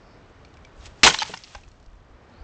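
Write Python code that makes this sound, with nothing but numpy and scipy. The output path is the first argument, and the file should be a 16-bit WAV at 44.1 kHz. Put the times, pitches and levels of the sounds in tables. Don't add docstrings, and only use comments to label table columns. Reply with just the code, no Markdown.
import sys
import numpy as np
from scipy import signal
from scipy.io import wavfile
from scipy.ndimage import uniform_filter1d

SR = 44100
rng = np.random.default_rng(int(sys.argv[2]) if len(sys.argv) > 2 else 0)


def ratio(d):
    e = np.asarray(d, float) / 20
    return 10 ** e


def to_wav(sig):
    pcm = np.clip(np.atleast_2d(sig), -1, 1) * 32767
    pcm = np.round(pcm).astype(np.int16)
    wavfile.write(sys.argv[1], SR, pcm.T)


N = 107559
T = np.arange(N) / SR


def rms_one(x):
    return x / np.sqrt(np.mean(x ** 2) + 1e-20)


def at_hz(points, hz):
    point_hz, point_db = np.transpose(points)
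    return np.interp(np.log(hz), np.log(point_hz), point_db)


def level_over_time(points):
    return np.interp(T, *np.transpose(points))


def band(x, low_hz, high_hz):
    edges_hz = [low_hz, min(high_hz, .45 * SR)]
    return signal.sosfilt(signal.butter(2, edges_hz, "band", fs=SR, output="sos"), x)


def drift(rate_hz):
    step = 40
    r = np.exp(-2 * np.pi * step * rate_hz / SR)
    chance = rng.standard_normal(N // step + 2002)
    slow = signal.lfilter([1], [1, -2 * r, r * r], chance)[2000:]
    return np.interp(np.arange(N) / step, np.arange(len(slow)), rms_one(slow))


def ring(clicks, hz, t60_s):
    r = ratio(-60 / (t60_s * SR))
    w = 2 * np.pi * min(hz, .45 * SR) / SR
    return signal.lfilter([0, np.sin(w)], [1, -2 * r * np.cos(w), r * r], clicks + 1e-18)


def add(out, start_s, piece, peak_db):
    i = int(start_s * SR)
    out[i:i + len(piece)] += (ratio(peak_db) * piece / np.abs(piece).max())[:N - i]


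def traffic():
    # [dB per Hz, relative]
    roar_colour = [(60, -1), (171, -8), (260, -7.5), (700, -11), (1420, -15.5), (2600, -25), (5220, -35),
                   (9000, -61)]
    # time_s [s], level_db [dB]
    roar_level = [(0, -51.5), (2.0, -52), (2.35, -49.5)]
    edges_hz = 60 * 2 ** np.arange(0, 7.4, 1 / 3)
    white = rng.standard_normal((2, N))
    roar = np.zeros(N)
    for k, (low_hz, high_hz) in enumerate(zip(edges_hz, edges_hz[1:])):
        level_db = at_hz(roar_colour, np.sqrt(low_hz * high_hz)) + 0.4 * drift(12)
        roar += ratio(level_db) * band(white[k % 2], low_hz, high_hz)
    return ratio(level_over_time(roar_level)) * rms_one(roar)


def wind():
    # time_s [s], level_db [dB]
    gusts = [(0.0, -54.5), (0.57, -57.5), (0.8, -51), (1.0, -50.5), (1.4, -53), (1.97, -46.5), (2.16, -53),
             (2.44, -56.5)]
    # start_s [s], peak_db [dB], pitch_hz [Hz]
    buffets = [(0.771, -41.5, 39.3), (0.795, -37, 59.5), (0.877, -40, 50), (1.558, -30.5, 51),
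               (1.607, -35.5, 55), (1.673, -36, 59.9), (1.869, -33, 31.6), (1.93, -42.5, 44.5),
               (2.102, -42, 39.67), (2.14, -41, 45), (2.408, -33, 44.6)]
    wind_hz, lumps_db = 85, 2
    noise = rng.standard_normal(N + SR)
    low = band(band(noise, 24, wind_hz), 10, 3.7 * wind_hz)[SR:]
    out = ratio(level_over_time(gusts)) * rms_one(low * ratio(lumps_db * drift(9)))
    for start_s, peak_db, pitch_hz in buffets:
        turns = T[:int(1.6 * SR / pitch_hz)] * pitch_hz
        swell = np.sin(np.pi * (turns / turns[-1]) ** .5) ** 2
        add(out, start_s, -np.sin(2 * np.pi * turns) * swell, peak_db)
    return out


def bird():
    # [dB, sine height before the blur]
    whistles = [(0, 0.192, 5320, 5130, -69), (0, 0.172, 4640, 4530, -70), (1.908, 2.046, 3363, 3306, -69),
                (2.324, 2.458, 3996, 4960, -63)]
    blur_hz, fade_s = 230, 0.021
    out = np.zeros(N)
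    blur_filter = signal.butter(2, blur_hz, fs=SR, output="sos")
    blur = rms_one(signal.sosfilt(blur_filter, rng.standard_normal(N)))
    for start_s, end_s, start_hz, end_hz, level_db in whistles:
        time_inside = np.minimum(T - start_s + fade_s, end_s - T + 0.0059)
        shape = np.clip(time_inside / fade_s, 0, 1)
        pitch_hz = np.interp(T, [start_s, end_s], [start_hz, end_hz])
        out += ratio(level_db) * shape * np.sin(2 * np.pi * np.cumsum(pitch_hz) / SR)
    return out * blur


def ticks():
    # [dB, ring height over the scratch's first rms]
    crumbs = [(0.4495, -40.5, 2350, 0), (0.449, -43.5, 4290, 0), (0.540, -44, 3000, -16),
              (0.5708, -41.5, 2320, 0), (0.649, -38, 2320, 2.5), (0.8093, -48, 3830, 1),
              (0.857, -37.5, 2550, -4), (1.679, -38.5, 1105, -8), (1.686, -40, 6610, -3.5),
              (1.716, -39.5, 4260, -1.5), (1.7986, -46, 4200, -5.5), (1.8273, -47, 5440, -2),
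              (1.841, -53, 4500, -1), (1.8617, -42.5, 4330, -10), (1.899, -53.5, 6000, -5.5),
              (1.93, -54, 7000, -3.5), (1.955, -54.5, 7400, 4.5), (2.297, -52, 5180, 3.5)]
    t60_at_2300_hz_s, scratch_decay_s = .035, 0.00275
    out, t = np.zeros(N), T[:SR // 20]
    for start_s, peak_db, pitch_hz, ring_db in crumbs:
        noise = band(rng.standard_normal(len(t)), .7 * pitch_hz, max(6000, 1.7 * pitch_hz))
        scratch = rms_one(noise) * np.exp(-t / scratch_decay_s)
        small_ring = ring(t == 0, pitch_hz, t60_at_2300_hz_s * 2300 / pitch_hz)
        add(out, start_s, ratio(ring_db) * small_ring + scratch, peak_db)
    return out


def debris():
    # time_s [s], level_db [dB]
    patter_level = [(.72, -68.5), (.80, -58.5), (.845, -50), (.865, -42), (.885, -57), (.95, -61.5),
                    (1.032, -53), (1.0328, -10.5), (1.048, -5), (1.058, -13), (1.07, -3), (1.086, -12),
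                    (1.093, -16), (1.105, -25.5), (1.125, -23.5), (1.175, -30.5), (1.21, -34.5),
                    (1.24, -39.5), (1.28, -32.5), (1.33, -39), (1.42, -47), (1.55, -44.5), (1.62, -56.5),
                    (1.7, -61.5), (1.95, -68), (2.2, -68)]
    # [dB per Hz, relative]
    patter_colour = [(400, -23.5), (900, -2), (1500, -10), (2600, -4), (4200, -7.5), (6000, -7.5),
                     (8000, -7.5), (9500, -17)]
    grains_per_s, spread_db = 14000, 2.8
    cycles = 12.0
    thinning = 0.068
    sizes = ratio(spread_db * np.minimum(rng.exponential(1, N), 5)) * rng.choice([-1, 1], N)
    level_db = level_over_time(patter_level)
    level = ratio(level_db)
    quieter_db = level_db - level_db.max()
    grains = (rng.random(N) < grains_per_s / SR) * sizes * level
    dealt_to = rng.integers(0, 40, N)
    pitches_hz = np.geomspace(450, 9200, 40) * rng.uniform(.97, 1.03, 40)
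    rings = np.zeros(N)
    for k, hz in enumerate(pitches_hz):
        octaves_under = max(0, np.log2(2500 / hz))
        clicks = grains * (dealt_to == k) * ratio(thinning * octaves_under * quieter_db)
        rings += ratio(at_hz(patter_colour, hz)) * hz / 3000 * ring(clicks, hz, cycles / hz)
    return rings * np.sqrt(np.mean(level ** 2)) / np.sqrt(np.mean(rings ** 2))


def shards():
    # [dB, ring peak over crack peak]
    strikes = [(1.0326, 4.5, 1497, 0.0037, -0.5, -5), (1.037, 5.5, 2294, 0.006, -3.5, 8),
               (1.0505, -2.5, 3810, .005, -14, 6.5), (1.053, -5.5, 838, .006, -4.5, -1.5),
               (1.0643, 1, 2536, 0.005, -14.5, -1), (1.067, 2, 970, 0.004, -5, 14),
               (1.075, -1.5, 1476, 0.0054, -8, 6), (1.0985, -7.5, 3180, .003, -6.5, 6),
               (1.104, -7.5, 1054, 0.0068, 2.5, 4), (1.1400, -10.5, 4300, 0.0025, -6.5, -6),
               (1.143, -6.5, 880, .005, -0.5, -6), (1.1866, -10.5, 1277, 0.003, 3, 3),
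               (1.1889, -9.5, 4050, 0.00088, -21, 4), (1.198, -9.5, 3120, 0.019, -6, -4.5),
               (1.219, -6.5, 869, 0.0027, -3, 12), (1.2239, -9, 850, 0.0091, 2, -4.5),
               (1.338, -17.5, 775, 0.0011, -2, 4), (1.3402, -14.5, 895, 0.002, -1.5, 2.5),
               (1.348, -27, 7380, 0.0026, -6, 13), (1.3732, -26, 2114, 0.0021, 1, 6),
               (1.3745, -24.5, 5250, .002, -4, 7), (1.437, -23, 4200, .002, -2, -20),
               (1.442, -26, 2860, .006, 2, -7), (1.5488, -20, 809, 0.0057, -5, -0.5),
               (1.6348, -38, 2460, 0.0052, -21.5, 1.5)]
    # [s, if lowest is 850 Hz]
    shard_modes = [(1.0, 0, .032), (1.3, -7, .02), (2.02, -4, .028), (2.5, -12, .022), (2.92, -5, .03),
                   (3.83, -10, .025), (4.09, -9, .025), (4.5, -9, .025), (4.85, -8, .025), (5.5, -10, .022),
                   (6.09, -8, .022), (6.78, -11, .02), (7.6, -13, .02)]
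    contacts_per_s, chatter_fade = 1000, 0.58
    shape_spread = 0.058
    small_dies = .25
    crack_decay_s = 0.0014
    out, t = np.zeros(N), T[:SR // 10]
    for start_s, peak_db, lowest_hz, chatter_s, tilt_db, ring_db in strikes:
        happens = (rng.random(len(t)) < contacts_per_s / SR) * (t < chatter_s)
        contacts = happens * rng.uniform(0.1, 1, len(t)) * (1 - chatter_fade * t / chatter_s)
        contacts[0] = 1
        oddness = np.r_[1, rng.normal(1, shape_spread, len(shard_modes) - 1)]
        modes = np.zeros(len(t))
        for (multiple, level_db, t60_s), odd in zip(shard_modes, oddness):
            push = contacts * rng.uniform(0.5, 1, len(t)) * rng.choice([-1, 1])
            mode = ring(push, lowest_hz * multiple * odd, t60_s * (850 / lowest_hz) ** small_dies)
            modes += ratio(level_db + tilt_db * np.log2(multiple)) * mode
        modes = band(modes, .7 * lowest_hz, 15000)
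        low_hz = min(0.77 * lowest_hz, 3000)
        noise = band(band(rng.standard_normal(len(t)), low_hz, 7000), low_hz, 5300)
        crack = noise * signal.lfilter([1], [1, -np.exp(-1 / (crack_decay_s * SR))], contacts)
        strike = ratio(ring_db) * modes / np.abs(modes).max() + crack / np.abs(crack).max()
        add(out, start_s, strike, peak_db)
    return out


def thuds():
    # start_s [s], peak_db [dB], pitch_hz [Hz], puff_t60_s [s]
    heavy_pieces = [(1.032, -29, 89, 0.34), (1.034, -13, 307, 0.088), (1.055, -11.5, 510, 0.17),
                    (1.069, -26, 200, 0.37), (1.1, -22, 301, 0.13), (1.232, -34.5, 113, 0.26),
                    (1.296, -25, 383, 0.041), (1.298, -37, 149, 0.3)]
    out, t = np.zeros(N), T[:SR // 3]
    for start_s, peak_db, pitch_hz, puff_t60_s in heavy_pieces:
        noise = band(rng.standard_normal(len(t)), .5 * pitch_hz, 1.6 * pitch_hz)
        puff = rms_one(noise) * ratio(-60 * t / puff_t60_s)
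        push = ring(t == 0, pitch_hz, .3 * puff_t60_s)
        add(out, start_s, puff + push, peak_db)
    return out


def echoes(pot):
    # [dB, against the softened pot]
    bounces = [(.0047, -19), (0.0121, -20), (0.017, -27), (.031, -18.5)]
    dull = signal.lfilter([.6], [1, -.4], pot)
    return sum(ratio(level_db) * np.interp(T - delay_s, T, dull, left=0) for delay_s, level_db in bounces)


def scene():
    background = traffic() + wind() + bird()
    pot = ticks() + debris() + shards() + thuds()
    return (pot + echoes(pot) + background)[None]


def gain_control(dry):
    threshold_db, most_drop_db, release_db_per_s, smoothing_s = -36, 5, 23, 0.046
    level_db = 10 * np.log10(uniform_filter1d(dry[0] ** 2, size=441) + 1e-12)
    fall_db = release_db_per_s * T
    held_db = np.maximum.accumulate(level_db + fall_db) - fall_db
    wanted_db = np.clip(0.32 * (held_db - threshold_db), 0, most_drop_db)
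    r = np.exp(-1 / (smoothing_s * SR))
    drop_db = signal.lfilter([1 - r], [1, -r], wanted_db)
    return dry * ratio(-drop_db)


def overload(x):
    ceiling = .72
    x = x / ceiling
    return ceiling * x / (1 + x ** 6) ** (1 / 6)


def cut_top(x):
    x = signal.sosfiltfilt(signal.butter(4, 7850, fs=SR, output="sos"), x)
    return signal.sosfiltfilt(signal.cheby2(10, 40, 9500, fs=SR, output="sos"), x)


def low_pass(x):
    return signal.sosfilt(signal.butter(12, 9430, fs=SR, output="sos"), x)


def record(dry):
    mix = cut_top(overload(gain_control(dry)))
    return low_pass(mix)


dry = scene()
out = record(dry)
to_wav(out)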